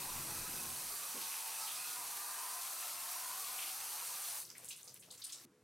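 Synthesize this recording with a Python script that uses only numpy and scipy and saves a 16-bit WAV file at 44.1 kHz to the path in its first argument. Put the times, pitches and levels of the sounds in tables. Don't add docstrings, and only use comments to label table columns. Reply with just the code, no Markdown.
import sys
import numpy as np
from scipy import signal
from scipy.fft import rfft, irfft, next_fast_len
from scipy.io import wavfile
from scipy.ndimage import uniform_filter1d, map_coordinates

SR = 44100
rng = np.random.default_rng(int(sys.argv[2]) if len(sys.argv) > 2 else 0)


def elevation(decibels):
    levels = np.asarray(decibels, float)
    return 10 ** (levels / 20)


def file_out(sig):
    cols = np.atleast_2d(sig).T
    lim = np.clip(cols, -1, 1)
    pcm = np.round(lim * 32767).astype(np.int16)
    wavfile.write(sys.argv[1], SR, pcm)


N = 248670
T = np.arange(N) / SR

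# start_s, squareness (negative glancing, positive full on), left_minus_right_db,
# nozzle_facing_db
AIM = [(0, -0.61, 0, 0.5), (.32, 0.2, -0.1, 2), (.89, -0.32, -1.4, 1.5), (1.31, -1.15, -1.5, -0.5),
       (1.46, -0.64, 0, 1.5), (1.62, -.7, -1.3, 3), (2.06, 0.082, -0.3, 0.5), (2.29, 0.24, -0.3, 1.5),
       (2.82, -0.22, 1.4, -1), (3.14, 0.18, 0.2, 0), (3.39, .2, 1.2, -1), (3.65, -.2, .42, -1),
       (3.92, 0.17, 0, -1.5), (4.28, -1.95, -.2, 4), (4.45, 0.24, 1.2, 1)]
# start_s, pitch_hz, level_db
SLAB_SPOTS = [(0, 861, -57), (0.25, 840, -55), (0.571, 1070, -56), (1.2, 906, -56), (1.36, 901, -52.5),
              (1.53, 898, -54.5), (1.51, 1292, -52.5), (1.79, 1436, -57), (2.4, 1195, -57),
              (2.43, 1001, -54), (2.6, 1190, -60), (2.64, 826, -69), (2.76, 734, -62), (2.93, 1087, -57),
              (2.97, 916, -57), (3.07, 725, -60), (3.17, 1036, -54), (3.29, 1143, -57.5), (3.45, 1030, -56),
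              (3.8, 850, -56)]
# frequency_hz, level_db (per Hz)
HISS_COLOUR = [(2350, -29), (4000, -4.5), (4490, -2.5), (5270, -4), (5880, -4), (7570, -2), (9530, -0.5),
               (12900, 0.5), (14700, -3.5), (16000, -8.5)]
# frequency_hz, level_db (per Hz)
SPLASH_COLOUR = [(820, -14), (1400, -3.5), (1590, -4.5), (2200, -1), (2570, 0.5), (3180, -1.5), (4490, -3),
                 (5280, -5), (6040, 4), (7000, -11.5), (9100, -7), (15400, -120)]
# frequency_hz, level_db (per Hz)
SLAB_COLOUR = [(150, -38), (250, -24), (524, -15), (620, -12.5), (710, -7.5), (955, -4), (1010, -2.5),
               (1510, -8.5), (2000, -15), (2600, -24), (4400, -120)]
# frequency_hz, likeness (0 to 1)
LIKENESS = [(60, .9999), (300, 1), (700, 0.97), (1400, 0.87), (3000, 0.89), (5000, .84), (8000, 0.82),
            (10500, 0.82), (15000, 0.32)]
# start_s, level_db
RUNOFF = [
    (4.43, -60.5),
    (4.55, -61.5),
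    (4.63, -59.5),
    (4.84, -64.5),
    (5.07, -67),
    (5.24, -61),
    (5.41, -59.5),
    (5.45, -61),
]
# start_s, peak_db, pitch_hz, left_minus_right_db
DROPS = [(4.452, -39, 5250, 6), (4.502, -35, 5950, -6), (4.538, -53, 5370, 1), (4.581, -34, 8460, 5),
         (4.6453, -34, 9000, 6.5), (4.6534, -37, 9050, 2), (4.6884, -45, 8510, -2),
         (4.763, -42, 8950, -0.5), (4.8308, -36, 8200, 6.5), (4.877, -40, 5560, -6),
         (4.9427, -36, 10200, 4), (4.995, -49, 8910, 3.5), (5.0964, -55, 8320, 3), (5.112, -36.5, 7900, 5),
         (5.1514, -45, 7850, 0.0), (5.2177, -45, 4090, 1), (5.239, -41, 8830, -8), (5.323, -36, 7260, 1)]
# start_s, level_db, pitch_hz, width_octaves
SLAPS = [(4.504, -60, 5650, 0.32), (4.55, -59, 2080, 0.61), (4.59, -66, 7900, .53),
         (4.652, -51.5, 8860, 0.85), (4.684, -44, 8300, 0.74), (4.704, -51.5, 2650, .25),
         (4.706, -55, 3620, 0.28), (4.71, -48, 5030, 1), (4.763, -53.5, 9000, .5), (4.785, -61, 3760, .4),
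         (4.84, -55, 9000, .6), (4.877, -52, 5760, 0.78), (4.995, -55.5, 8900, .5),
         (5.022, -58.5, 3100, 0.98), (5.104, -52.5, 4100, 0.42), (5.113, -52, 8500, 0.73),
         (5.175, -56.5, 6500, 0.67), (5.217, -48, 4180, 0.52), (5.239, -43.5, 9000, 0.34),
         (5.243, -51, 4850, 0.81), (5.29, -52, 3850, 1), (5.322, -46, 7660, 0.45),
         (5.322, -50.5, 5500, 0.19), (5.324, -51, 3970, 0.67)]
# start_s, level_db, pitch_hz
SHEETS = [
    (1.21, -46.5, 3730),
    (1.6, -44.5, 4830),
    (1.665, -42.5, 3180),
    (1.739, -48, 4730),
    (1.86, -47.5, 4000),
    (3.43, -48, 2750),
    (3.575, -43, 2750),
    (3.605, -47.5, 2710),
    (3.66, -47.5, 3830),
    (3.97, -51.5, 2460),
]
# frequency_hz, time_to_fall_60_db_s
YARD_DECAY = [(200, 0.38), (2000, 0.23), (10000, 0.23)]
# start_s, level_db
STEPS = [
    (4.385, -72.5),
    (4.615, -65),
    (4.865, -67.5),
    (5.1, -65),
    (5.365, -67.5),
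]
# delay_after_heel_s, level_db, pitch_hz, width_octaves
STEP_PARTS = [
    (-.027, -0.5, 730, 1),
    (0, -0.5, 300, 2.4),
    (0, -1, 497, .07),
    (0.042, -7.5, 118.2, 0.36),
]
# start_s, level_db, pitch_hz, time_to_fall_60_db_s
KNOCKS = [
    (1.143, -58, 224, 0.47),
    (1.143, -52.5, 433, 0.31),
    (5.44, -66, 270, .3),
    (5.495, -63, 210, .12),
]
# start_s, rumble_db
TRUCK = [
    (0, -60),
    (.29, -57.5),
    (.5, -57),
    (.64, -58),
    (.94, -71),
    (1.15, -78),
    (1.6, -110),
]
# pitch_hz, level_over_rumble_db
TRUCK_HUMS = [(85, -7), (143, -8), (241, -10), (324, -14)]
# frequency_hz, level_db (per Hz)
RUMBLE_COLOUR = [(29, -46), (50, -13), (75, -11), (108, -7), (144, 1), (210, -5), (237, -3.5), (296, -6),
                 (330, -2.5), (407, -8), (514, -7.5), (580, -8), (700, -21), (910, -56), (1540, -120)]
# frequency_hz, level_db (per Hz)
DEEP_COLOUR = [(10, -6), (18, 0), (26, -5), (34, -15), (50, -17), (62, -9), (80, -14), (110, -40),
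               (180, -120)]
# start_s, level_db
STREET = [
    (0, -62),
    (1.43, -79),
    (1.98, -73.5),
    (2.44, -81),
    (3.1, -76.5),
    (4.25, -77.5),
    (4.45, -72),
    (5.05, -73.5),
    (5.45, -81),
]
# frequency_hz, level_db (per Hz)
STREET_COLOUR = [(60, -23), (85, -9.5), (115, -2), (170, -1.5), (230, -9.5), (350, -6.5), (520, -7),
                 (800, -17), (1300, -39), (2500, -120)]
# start_s, firing_hz, level_db
ENGINE = [
    (4.9, 50, -88),
    (5.2, 58, -80),
    (5.4, 68, -74),
    (5.45, 69, -71),
    (5.49, 68, -73),
    (5.53, 68, -86),
    (5.64, 68, -95),
]
# multiple_of_firing, level_db
ENGINE_ORDERS = [(2, -5), (3, -10), (4, -6), (5, 0), (6, -10)]
# frequency_hz, level_db (per Hz)
QUIET_COLOUR = [(70, -20), (130, -3), (270, -7.5), (520, -15), (1400, -17.5), (3000, -25), (8700, -26.5),
                (12500, -29), (13600, -41), (14500, -120)]
# pitch_hz, level_db
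QUIET_HUMS = [(424, -76), (494, -79)]
# frequency_hz, side_over_middle_db
LEAST_SIDE = [(200, -27), (500, -40), (1500, -30), (2100, -10), (3500, -9.5), (4500, -10.5), (5500, -9),
              (6500, -10.5), (7300, -6), (9300, -6), (10000, -30)]

JET_HISS_DB, JET_SPLASH_DB, JET_DRUM_DB = -44.5, -53, -54
SQUARE_HISS_DB, SQUARE_SPLASH_DB, SQUARE_DRUM_DB = -0.44, -1, 2
SHUT_S, HISS_DIES_S, SPLASH_LEADS_S, BODY_DIES_S = 4.405, 0.04, 0.025, 0.035
RUNOFF_SPLASH_DB, RUNOFF_DRUM_DB = -4, -13.5
FACING_LOSS = 0.16
NOZZLE_HZ, NOZZLE_WIDTH_HZ, NOZZLE_DB = 9000, 1600, -54.5
FILM_DB, FILM_FADES_DB_PER_S = -60.5, 4
DWELL_S = 0.2
TICKS_DB, TICK_HZ, TICK_OCTAVES, TICK_SCATTER_DB = 9, 6800, 0.4, 3.5
SHEET_OCTAVES, SHEET_RISE_S, SHEET_T60_S = 0.7, 0.013, 0.35
SLAP_RISE_S, SLAP_T60_S, NARROW_RINGS_S, SLAP_ECHO_DB = 0.0015, 0.18, 0.016, -7.5
STEP_RISE_S, STEP_T60_S = 0.0063, 0.33
KNOCK_OCTAVES, KNOCK_RISE_S = 0.63, 0.0032
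DEEP_DB, DEEP_LEADS_S = -6, 0.1
QUIET_DB, CUT_S = -71.5, 5.453
PEAK_TOP, PEAK_KNEE = 0.032, 6
TOP_HZ, NOTCH_HZ, NOTCH_WIDTH_HZ = 15850, 15500, 45


def spray():
    _, pan_db, facing_db = curves(AIM)
    return (impacts(facing_db) + nozzle(facing_db) + film() + slab()) * panned(pan_db)


def impacts(facing_db):
    square = curves(AIM)[0]
    runoff = elevation(curves(RUNOFF)[0] + 2.4 * wobble(35)) * (T > SHUT_S)
    flow = wobble(9)
    shut = closing(BODY_DIES_S, SPLASH_LEADS_S)

    def level(jet_db, aim_db, valve, runoff_db):
        return np.hypot(elevation(jet_db + aim_db * square) * valve, elevation(runoff_db) * runoff)

    hiss = rush(HISS_COLOUR, patchy_db=1.1, grain=0.19, drops_per_s=1100.0, size_db=-4.0)
    hiss = elevation(0.17 * flow - FACING_LOSS * facing_db + 0.52 * wobble(25.23)) * hiss
    splash = rush(SPLASH_COLOUR, patchy_db=2.17, grain=0.23, drops_per_s=700.0, size_db=6.0)
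    splash = elevation(0.3 * flow + 0.53 * wobble(16)) * splash
    drumming = elevation(0.39 * wobble(10)) * rush(SLAB_COLOUR, patchy_db=4.0, size=2048, count=2)
    water = level(JET_HISS_DB, SQUARE_HISS_DB, closing(HISS_DIES_S), 0) * hiss
    water += level(JET_SPLASH_DB, SQUARE_SPLASH_DB, shut, RUNOFF_SPLASH_DB) * splash
    water += level(JET_DRUM_DB, SQUARE_DRUM_DB, shut, RUNOFF_DRUM_DB) * drumming
    return water


def nozzle(facing_db):
    hiss = ringing([(NOZZLE_HZ, 0)], width_hz=NOZZLE_WIDTH_HZ)
    return elevation(NOZZLE_DB + facing_db) * closing(HISS_DIES_S) * hiss


def film():
    level_db = FILM_DB - FILM_FADES_DB_PER_S * T + 3.9 * wobble(12)
    return elevation(level_db) * closing(BODY_DIES_S, SPLASH_LEADS_S) * ringing([(2550, 0)], width_hz=170)


def slab():
    out = np.zeros(N)
    t = np.arange(SR // 2) / SR
    dwell = np.sqrt(np.clip(np.sin(np.pi * np.minimum(t / DWELL_S, 1)), 0, 1))
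    for s, hz, db in SLAB_SPOTS:
        drive = filtered(rng.standard_normal((2, len(t))), lambda f: 1 / (1 + (f / 38) ** 2) ** 2)
        turn = 2 * np.pi * hz * t
        ring = unit(drive[0] * np.cos(turn) + drive[1] * np.sin(turn))
        out[round(max(s, 0) * SR):][:len(t)] += elevation(db - 4.5) * dwell * ring
    return out


def closing(dies_s, leads_s=0.0):
    return np.exp(-np.clip(T - SHUT_S + leads_s, 0, None) / dies_s)


def drops():
    out = np.zeros((2, N))
    t = np.arange(300) / SR
    shape = elevation(-60 * t / 0.009) * (1 - np.exp(-t / 0.00027))
    for s, db, hz, pan_db in DROPS + stray(count=45):
        band = lambda f: 1 / (1 + (np.log2(f / hz + 1e-9) / 0.36) ** 4)
        click = filtered(rng.standard_normal(len(t)) * shape, band)
        click = elevation(db - 3.0) * click / np.abs(click).max()
        out[:, round(s * SR):][:, :len(t)] += np.outer(panned(pan_db), click)
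    return out


def stray(count):
    u, g = rng.random((count, 2)), rng.standard_normal((count, 2))
    s = 4.45 + u[:, 0]
    runoff_db = np.interp(s, *np.transpose(RUNOFF))
    db = runoff_db + TICKS_DB - TICK_SCATTER_DB * np.log(u[:, 1] + 0.1)
    hz = TICK_HZ * 2 ** (TICK_OCTAVES * np.clip(g[:, 0], -2, 2))
    return np.c_[s, db, hz, 3 * g[:, 1]].tolist()


def slaps():
    rows = [(s, db, hz, SHEET_OCTAVES, SHEET_RISE_S, SHEET_T60_S) for s, db, hz in SHEETS]
    for s, db, hz, octaves in SLAPS:
        t60 = SLAP_T60_S + NARROW_RINGS_S / max(octaves, 0.1)
        rows.append((s, db, hz, octaves, SLAP_RISE_S, t60))
    return bursts(rows, fizz_db=-26.0, wide=0.37)


def yard(x):
    hz, t, z = signal.stft(rng.standard_normal((2, SR // 3)), SR, nperseg=256)
    fade = elevation(-60 * t / along(YARD_DECAY, hz)[:, None])
    tail = signal.istft(z * fade, SR, nperseg=256)[1]
    tail = (tail[0] + 0.35 * np.outer([1, -1], tail[1])) / np.linalg.norm(tail[0])
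    late = np.pad(x.mean(0), (round(0.009 * SR), 0))
    return signal.fftconvolve(late[None], tail, axes=1)[:, :N]


def steps():
    rows = []
    for s, db in STEPS:
        for late, part_db, hz, octaves in STEP_PARTS:
            rows.append((s + late, db + part_db, hz, octaves, STEP_RISE_S, STEP_T60_S))
    rows += [(s, db, hz, KNOCK_OCTAVES, KNOCK_RISE_S, t60) for s, db, hz, t60 in KNOCKS]
    return bursts(rows, fizz_db=-120, wide=0.08)


def traffic():
    return truck() + street() + engine()


def truck():
    rumble_db, = curves(TRUCK)
    deep_db = DEEP_DB + np.interp(T + DEEP_LEADS_S, T, rumble_db)
    deep = elevation(deep_db + 2.3 * wobble(5.2)) * rush(DEEP_COLOUR, patchy_db=-2.0)
    rumble = rush(RUMBLE_COLOUR, patchy_db=1.0) + ringing(TRUCK_HUMS, width_hz=12)
    return deep + elevation(rumble_db - 1.0 + 0.5 * wobble(12.8)) * rumble


def street():
    street_db, = curves(STREET + [(5.5, -100)])
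    return elevation(street_db + 2.4 * wobble(7.1)) * rush(STREET_COLOUR, patchy_db=1.0)


def engine():
    firing_hz, engine_db = curves([(0, 62, -120)] + ENGINE)
    turns = 2 * np.pi * np.cumsum(firing_hz * (1 + 0.0046 * wobble(17))) / SR
    hum = sum(elevation(db) * np.sin(k * turns + k * k) for k, db in ENGINE_ORDERS)
    return elevation(engine_db) * elevation(1.5 * wobble(15)) * hum


def quiet_yard():
    air = elevation(QUIET_DB - 1.5) * rush(QUIET_COLOUR, patchy_db=0.6)
    return air + np.clip((T - 5.5) / 0.05, 0, 1) * ringing(QUIET_HUMS, width_hz=4)


def rush(spectrum, patchy_db, grain=0.0, drops_per_s=3000.0, size_db=4.0, size=512, count=6):
    z = signal.stft(rng.standard_normal((2, N)), nperseg=size)[2]
    field = uniform_filter1d(rng.standard_normal(z.shape), size=count, axis=1)
    field = uniform_filter1d(field, size=14, axis=2)
    pair = unit(signal.istft(z * elevation(patchy_db * unit(field)), nperseg=size)[1][:, :N])
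    if grain:
        hit = rng.random(N) < drops_per_s / SR
        strikes = hit * elevation(size_db * np.clip(rng.standard_normal(N), -2, 2))
        splat = signal.lfilter([1], [1, -0.93], strikes) * rng.standard_normal((2, N))
        share = np.clip(grain, 0, 0.5)
        pair = np.sqrt(1 - share) * pair + np.sqrt(share) * unit(splat)
    turn = lambda hz: np.arccos(np.clip(along(LIKENESS, hz), -1, 1)) / 2
    colour = lambda hz: elevation(along(spectrum, hz)) * np.minimum(hz / spectrum[0][0], 1) ** 4
    mid, side = filtered(pair, lambda hz: colour(hz) * [np.cos(turn(hz)), np.sin(turn(hz))])
    return unit(np.array([mid + side, mid - side]))


def bursts(rows, fizz_db, wide):
    out = np.zeros((2, N + SR))
    t = np.arange(SR // 4) / SR
    uneven = elevation(1.8 * np.pad(wobble(220), (0, SR)))
    for s, db, hz, octaves, rise, t60 in rows:
        peak = lambda f: 1 / (1 + (np.log2(f / hz + 1e-9) / octaves) ** 2) ** 2
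        band = lambda f: peak(f) + elevation(fizz_db) * (f > hz)
        mid, side = filtered(rng.standard_normal((2, len(t))), band)
        pair = unit(np.array([mid + wide * side, mid - wide * side]))
        shape = (1 - np.exp(-t / rise)) * elevation(db - 60 * t / t60)
        shape = shape * np.minimum((t[-1] - t) / 0.04, 1)
        out[:, round(s * SR):][:, :len(t)] += shape * pair
    return (uneven * out)[:, :N]


def ringing(lines, width_hz):
    peaks = lambda f: sum(elevation(db) / (1 + ((f - hz) / width_hz) ** 2) ** 2 for hz, db in lines)
    total = np.sqrt(sum(elevation(2 * db) for hz, db in lines))
    return total * unit(filtered(rng.standard_normal(N), peaks))


def unit(x):
    return x / np.sqrt(np.mean(x ** 2) + 1e-20)


def along(points, hz):
    f, v = np.transpose(points)
    return np.interp(np.log(hz + 1), np.log(f + 1), v)


def curves(rows):
    s, *cols = np.transpose(rows)
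    return [np.interp(T, s, c) for c in cols]


def wobble(rate):
    coarse = T[::16]
    points = rng.standard_normal(int(N * rate / SR) + 4)
    return np.interp(T, coarse, map_coordinates(points, [coarse * rate]))


def filtered(x, response):
    m = next_fast_len(x.shape[-1] + 8192)
    return irfft(rfft(x, m) * response(np.fft.rfftfreq(m, 1 / SR)), m)[..., :x.shape[-1]]


def panned(db):
    return np.array([elevation(db / 2), elevation(-db / 2)])


def narrowed(x):
    pair = np.array([x[0] + x[1], x[0] - x[1]]) / 2
    hz, _, z = signal.stft(pair, SR, "cosine", nperseg=2048, noverlap=1024)
    edges = np.unique(np.r_[np.geomspace(4, 320, 34).astype(int), 320:1025:32])
    power = np.add.reduceat(np.abs(z) ** 2, edges, axis=1)
    loud = power[0].sum(0)
    spare_db = np.clip(0.25 * 10 * np.log10(loud / np.median(loud) + 1e-9), -9, 0)
    least_db = along(LEAST_SIDE, hz[edges])[:, None] + spare_db
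    kept = power[1] > power[0] * elevation(2 * least_db)
    band = np.maximum(np.searchsorted(edges, np.arange(len(hz)), "right") - 1, 0)
    z[1] *= kept[band]
    mid, side = signal.istft(z, SR, "cosine", nperseg=2048, noverlap=1024)[1][:, :N]
    return np.array([mid + side, mid - side])


def scene():
    ticks, sheets = drops(), slaps()
    echo = elevation(-5.0) * yard(ticks + elevation(SLAP_ECHO_DB) * sheets)
    wet = spray() + ticks + echo + sheets
    before = np.clip((CUT_S - T) / 0.00084, 0, 1)
    return wet * before + quiet_yard() * (1 - before) + steps() + traffic()


def low_pass(x):
    return signal.sosfilt(signal.butter(12, 16360, fs=SR, output="sos"), x)


def record(dry):
    soft = dry / (1 + np.abs(dry / PEAK_TOP) ** PEAK_KNEE) ** (1 / PEAK_KNEE)
    gap = lambda hz: 1 - 0.8 / (1 + ((hz - NOTCH_HZ) / NOTCH_WIDTH_HZ) ** 2)
    mix = narrowed(filtered(soft, lambda hz: (hz < TOP_HZ) * gap(hz)))
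    return low_pass(mix)


dry = scene()
out = record(dry)
file_out(out)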